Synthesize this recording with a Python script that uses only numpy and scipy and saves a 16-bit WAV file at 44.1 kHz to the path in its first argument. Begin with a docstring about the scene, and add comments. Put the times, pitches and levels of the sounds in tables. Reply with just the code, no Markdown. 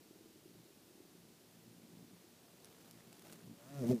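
"""Hovering moth and passing bumblebee

A clearwing moth hums faintly at flower heads: unsteady wingbeat harmonics in pulsing, filtered noise.
Quiet outdoor air is steady coloured noise; a far motor throbs as short low rings blurred by echoes.
Wings flick the petals in tiny noise bursts, stems tick and the flower head rustles.
Then a bumblebee takes off and drones right past the microphone: summed wingbeat harmonics whose pitch
sags as it goes by, with a swish of air on every stroke."""
import sys
import numpy as np
from scipy import signal
from scipy.fft import rfft, irfft
from scipy.io import wavfile
from scipy.ndimage import uniform_filter1d

SR = 44100
rng = np.random.default_rng(int(sys.argv[2]) if len(sys.argv) > 2 else 0)


def store_wav(level_fs):
    """Save 16-bit WAV to argv[1]."""
    pcm = np.round(np.clip(np.atleast_2d(level_fs), -1, 1) * 32767)
    wavfile.write(sys.argv[1], SR, pcm.T.astype(np.int16))


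N = 176400
SECONDS = np.arange(N) / SR

# colour of outdoor air and hiss: frequency_hz, relative_level_db
AIR_COLOUR = [(25, -28), (50, -6), (90, 7), (130, 11.5), (200, 15), (330, 13), (500, 8), (750, 4),
              (1100, -0.5), (2000, -2), (4500, -0.5), (7000, -3), (10000, -4), (15000, -5)]
AIR_DB = -64.5

# level of the far motor's throb: time_s, level_db
MOTOR_LEVEL = [(0, -67), (.4, -65), (.75, -73), (.97, -65.5), (1.5, -75), (4, -74.5)]
# colour of the motor's echoes: frequency_hz, relative_level_db
MOTOR_ECHO_COLOUR = [(150, -18), (260, -5.5), (340, 3), (430, -1), (560, -18), (1000, -52)]
THROB_HZ, THROB_FIRST_S = 20.14, 0.009
THROB_RING_HZ, THROB_RISE_S, THROB_DECAY_S = 335, 0.0016, 0.0054
THROB_OFFBEAT = 0.34  # gain against the main beat
MOTOR_ECHO_DB = -5.5  # against the throb

# level of the hovering moth's hum: time_s, level_db
MOTH_LEVEL_CURVE = [(0, -77), (.42, -72.5), (.59, -61), (.68, -83), (1.05, -76.5), (1.25, -66.5),
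                    (1.42, -76.5), (1.77, -60.5), (1.9, -65.5), (1.945, -57.5), (2.04, -58.5),
                    (2.07, -63.5), (2.14, -59.5), (2.22, -79), (2.87, -70), (2.98, -61), (3.02, -69),
                    (3.07, -60.5), (3.18, -73.5), (3.33, -60), (3.42, -66), (3.455, -56.5), (3.515, -51.5),
                    (3.54, -58.5), (3.6, -75), (3.65, -62)]
# colour of the moth's harmonics and stirred air: frequency_hz, relative_level_db
MOTH_COLOUR = [(25, -50), (60, -24), (95, -16), (120, -3.5), (168, 1), (240, -1.5), (330, -10.5),
               (480, -21), (800, -26), (2000, -61)]
MOTH_HZ, MOTH_WANDER = 57.2, 0.02005  # mean wingbeat; its rms drift as a share
MOTH_TONE_DB, MOTH_PULSING = 2, 0.36  # tone against stirred air; depth of the air's pulsing
MOTH_SLIP = 0.87  # rms drift between harmonics (radians)

# level of the flower head's rustle: time_s, level_db
RUSTLE_LEVEL_CURVE = [(0, -97), (2.4, -72.5), (2.9, -65.5), (3.03, -68.5), (3.22, -64), (3.3, -59.5),
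                      (3.335, -57), (3.37, -67.5), (3.56, -72.5)]
# colour of the rustle: frequency_hz, relative_level_db
RUSTLE_COLOUR = [(100, -10.5), (350, 8.5), (750, 2.5), (1300, -3), (3000, -6), (15000, -12)]
RUSTLE_GRAIN_DB = 5  # limit of the grainy swing either way
# wing tips flicking petals and leaves: start_s, level_db, decay_s
PETAL_FLICKS = [(2.6458, -48, 0.0014), (2.6557, -49, 0.00056), (2.911, -46, 0.00073),
                (3.1284, -50.5, .0015), (3.1945, -50.5, 0.0013), (3.2222, -51, 0.0011),
                (3.3183, -51, .0006), (3.3255, -45.5, 0.001), (3.332, -45.5, 0.00094), (3.87, -45, 0.00054),
                (3.892, -45, .0003), (3.916, -48, 0.00028)]
# colour of the flicks: frequency_hz, relative_level_db
FLICK_COLOUR = [(200, 0), (800, 4), (2000, 2), (5000, 5), (10000, 6.5), (15000, -2)]
# soft ticks of stems: start_s, level_db
STEM_TICK_TIMES = [(3.006, -59.5), (3.405, -57.5)]
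# colour of the stem ticks: frequency_hz, relative_level_db
STEM_COLOUR = [(400, -29), (1200, 1), (1900, 9), (2800, -25), (8000, -21)]
STEM_DECAY_S = 0.0019

# bee's wingbeat before jitter: time_s, pitch_hz
BEE_PITCH_CURVE = [(3.55, 107.9), (3.598, 115.8), (3.634, 117.4), (3.706, 139.4), (3.74, 141.5),
                   (3.786, 141.1), (3.818, 129.4), (3.842, 116.1), (3.878, 116.2), (3.902, 125.3),
                   (3.922, 130.5), (3.968, 113.4), (4.0, 108)]
# bee's drone as it turns past: time_s, fundamental_db, octave_db, third_harmonic_db, upper_harmonics_db
BEE_LEVEL_CURVES = [(3.6, -74, -81, -76, -76), (3.70, -68, -59.5, -77, -70.5), (3.745, -53, -56, -67, -69),
                    (3.785, -43, -65, -60, -64.5), (3.82, -42.5, -40, -47.5, -55.5),
                    (3.845, -45.5, -40, -44.5, -46), (3.88, -50, -39.5, -49, -57),
                    (3.9, -35.5, -27, -41.5, -46), (3.927, -35.5, -41, -33, -43.5),
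                    (3.945, -49, -30.5, -44, -52), (3.97, -67, -44, -52, -62.5), (4.0, -66, -59, -66, -74)]
# colour of the upper harmonics close by: frequency_hz, relative_level_db
BEE_NEAR_COLOUR = [(470, 1.5), (600, -4), (720, -17), (1000, -23.5), (1500, -35.5), (3000, -40)]
# colour of the upper harmonics at a distance: frequency_hz, relative_level_db
BEE_FAR_COLOUR = [(420, -19), (570, 2.5), (690, 2), (850, -8), (980, -13), (1260, -7.5), (2000, -17.5),
                  (3000, -16)]
# level of the swish of the bee's strokes: time_s, level_db
SWISH_LEVEL_CURVE = [(3.55, -72), (3.7, -66.5), (3.8, -61), (3.855, -61), (3.88, -56), (3.912, -53),
                     (3.935, -60.5), (4.0, -68)]
# colour of the swish: frequency_hz, relative_level_db
SWISH_COLOUR = [(40, -12), (200, -14), (700, 11), (1500, 2.5), (3000, 3), (6000, 3.5), (10000, 0),
                (15000, -1.5)]
# colour of the downwash puffs: frequency_hz, relative_level_db
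WASH_COLOUR = [(40, -42), (100, -5), (165, 21), (300, -4), (550, 4), (850, -15), (1500, -31)]
WASH_DB = -3.5  # against the upper-harmonics level curve
BEE_START_S, BEE_RISE_S = 3.52, 0.092  # take-off and its fade-in
BEE_CLOSE_S, BEE_CLOSING_S = 3.78, 0.052  # start and length of the change from distant to close colour
BEE_JITTER = 0.0059  # rms pitch jitter as a share
BEE_FADE_DB = 3  # rms slow fading of single upper harmonics
BEE_ROUGH_DB, BEE_SMEAR = 2.5, 0.56  # close-by level and phase (radians) wobble, times log of harmonic
BEE_SCATTER = 0.46  # fixed phase spread per harmonic step (radians)
STROKE_WIDTH, BACKSTROKE, STROKE_STEADY = 0.073, 0.27, 0.47  # cycles; gain; constant part of the gate

TOP_HZ = 15350


def undb(db):
    """Decibels to gain."""
    return 10 ** (np.asarray(db) / 20)


def curve(table, axis=1):
    """A table's column joined by straight lines in time."""
    rows = np.array(table)
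    return np.interp(SECONDS, rows[:, 0], rows[:, axis])


def colour(points, hz):
    """A spectrum's dB at the given frequencies, joined along log frequency."""
    rows = np.array(points)
    return np.interp(np.log(np.maximum(hz, 1)), np.log(rows[:, 0]), rows[:, 1])


def unit(x):
    """Scale to rms 1."""
    return x / np.sqrt(np.mean(x ** 2))


def noise(points):
    """White noise shaped to a given colour, rms 1."""
    hz = np.arange(N // 2 + 1) * SR / N
    spectrum = rfft(rng.standard_normal(N)) * undb(colour(points, hz))
    return unit(irfft(spectrum, N))


def walk(rate):
    """Smooth random motion, rms 1, that changes about rate times a second."""
    hold = max(int(SR / rate), 1)
    steps = np.repeat(rng.standard_normal(N // hold + 1), hold)
    smooth = uniform_filter1d(uniform_filter1d(steps, hold), hold)
    return unit(smooth[:N])


def burst(start, decay):
    """An envelope that jumps up and dies away exponentially."""
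    age = SECONDS - start
    return (age >= 0) * np.exp(-np.clip(age / decay, 0, 50))


def outdoor_air():
    """Even air and hiss as steady coloured noise."""
    return noise(AIR_COLOUR) * undb(AIR_DB)


def throb_ring(age):
    """One beat of the motor: a low sine that swells quickly and dies away."""
    envelope = (1 - np.exp(-age / THROB_RISE_S)) * np.exp(-age / THROB_DECAY_S)
    return envelope * np.sin(2 * np.pi * THROB_RING_HZ * age)


def far_motor():
    """Regular rings with weaker offbeats, blurred by echoes that stand as coloured noise."""
    beats = (SECONDS - THROB_FIRST_S) * THROB_HZ
    onbeat = throb_ring(beats % 1 / THROB_HZ)
    offbeat = throb_ring((beats + 0.5) % 1 / THROB_HZ)
    throb = (onbeat + THROB_OFFBEAT * offbeat) * undb(3.7 * walk(30))
    blurred = unit(throb) + undb(MOTOR_ECHO_DB) * noise(MOTOR_ECHO_COLOUR)
    return unit(blurred) * undb(curve(MOTOR_LEVEL))


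def moth(count=10):
    """Soft, unsteady wingbeat harmonics in the pulsing air that the wings stir."""
    phase = 2 * np.pi * np.cumsum(MOTH_HZ * (1 + MOTH_WANDER * walk(18))) / SR
    tone = 0
    for k in range(1, count + 1):
        level = undb(colour(MOTH_COLOUR, k * MOTH_HZ) + 3.6 * walk(25.11))
        tone = tone + level * np.cos(k * phase + MOTH_SLIP * walk(10))
    stirred = unit(noise(MOTH_COLOUR) * (1 + MOTH_PULSING * np.cos(phase)))
    hum = unit(stirred + undb(MOTH_TONE_DB) * unit(tone))
    return hum * undb(curve(MOTH_LEVEL_CURVE))


def flowers():
    """Wings flick petals and leaves; stems tick and the flower head rustles, all in coloured noise."""
    grain = undb(RUSTLE_GRAIN_DB * np.tanh(walk(250)))
    rustle = unit(noise(RUSTLE_COLOUR) * grain) * undb(curve(RUSTLE_LEVEL_CURVE))
    flicks = sum(undb(db) * burst(start, decay) for start, db, decay in PETAL_FLICKS)
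    ticks = sum(undb(db) * burst(start, STEM_DECAY_S) for start, db in STEM_TICK_TIMES)
    return rustle + flicks * noise(FLICK_COLOUR) + ticks * noise(STEM_COLOUR)


def bee_drone(hz, turns, lowest, upper, count=20):
    """Wingbeat harmonics that change colour and grow rougher close by."""
    near = np.clip((SECONDS - BEE_CLOSE_S) / BEE_CLOSING_S, 0, 1)
    drone = 0
    for k in range(1, count + 1):
        if k <= len(lowest):
            db = lowest[k - 1]
        else:
            close = near * colour(BEE_NEAR_COLOUR, k * hz)
            distant = (1 - near) * colour(BEE_FAR_COLOUR, k * hz)
            db = upper + close + distant + BEE_FADE_DB * walk(24.935)
        # higher harmonics are rougher and slip more, so each stroke has its own shape
        rough = np.log(k) * near * BEE_ROUGH_DB * walk(110)
        scatter = BEE_SCATTER * (k - 1) * rng.standard_normal()
        slip = scatter + BEE_SMEAR * near * np.log(k) * walk(70)
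        drone = drone + np.sqrt(2) * undb(db + rough) * np.cos(2 * np.pi * k * turns + slip)
    return drone


def wing_stroke(turns, at):
    """A bell-shaped puff at one point of every wing cycle."""
    offset = (turns - at + 0.5) % 1 - 0.5
    return np.exp(-(offset / STROKE_WIDTH) ** 2)


def bee():
    """From take-off: the drone, with a swish and a puff of downwash on each stroke."""
    hz = curve(BEE_PITCH_CURVE) * (1 + BEE_JITTER * walk(60))
    turns = np.cumsum(hz) / SR
    *lowest, upper = (curve(BEE_LEVEL_CURVES, axis=k) for k in range(1, len(BEE_LEVEL_CURVES[0])))
    drone = bee_drone(hz, turns, lowest, upper)
    strokes = wing_stroke(turns, 0) + BACKSTROKE * wing_stroke(turns, 0.555)
    gate = STROKE_STEADY + strokes * undb(3 * walk(1500))
    swish = unit(gate * noise(SWISH_COLOUR)) * undb(curve(SWISH_LEVEL_CURVE))
    downwash = unit(gate * noise(WASH_COLOUR)) * undb(upper + WASH_DB)
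    flying = np.clip((SECONDS - BEE_START_S) / BEE_RISE_S, 0, 1)
    return flying * (drone + swish + downwash)


def scene():
    """Both insects and the flowers in the open air, with the motor far off, in mono."""
    return (outdoor_air() + far_motor() + moth() + flowers() + bee())[None]


def record(dry):
    """The recorder cuts the top with a steep low-pass."""
    lowpass = signal.ellip(12, 0.1, 70, TOP_HZ, fs=SR, output="sos")
    return signal.sosfilt(lowpass, dry)


dry = scene()
out = record(dry)
store_wav(out)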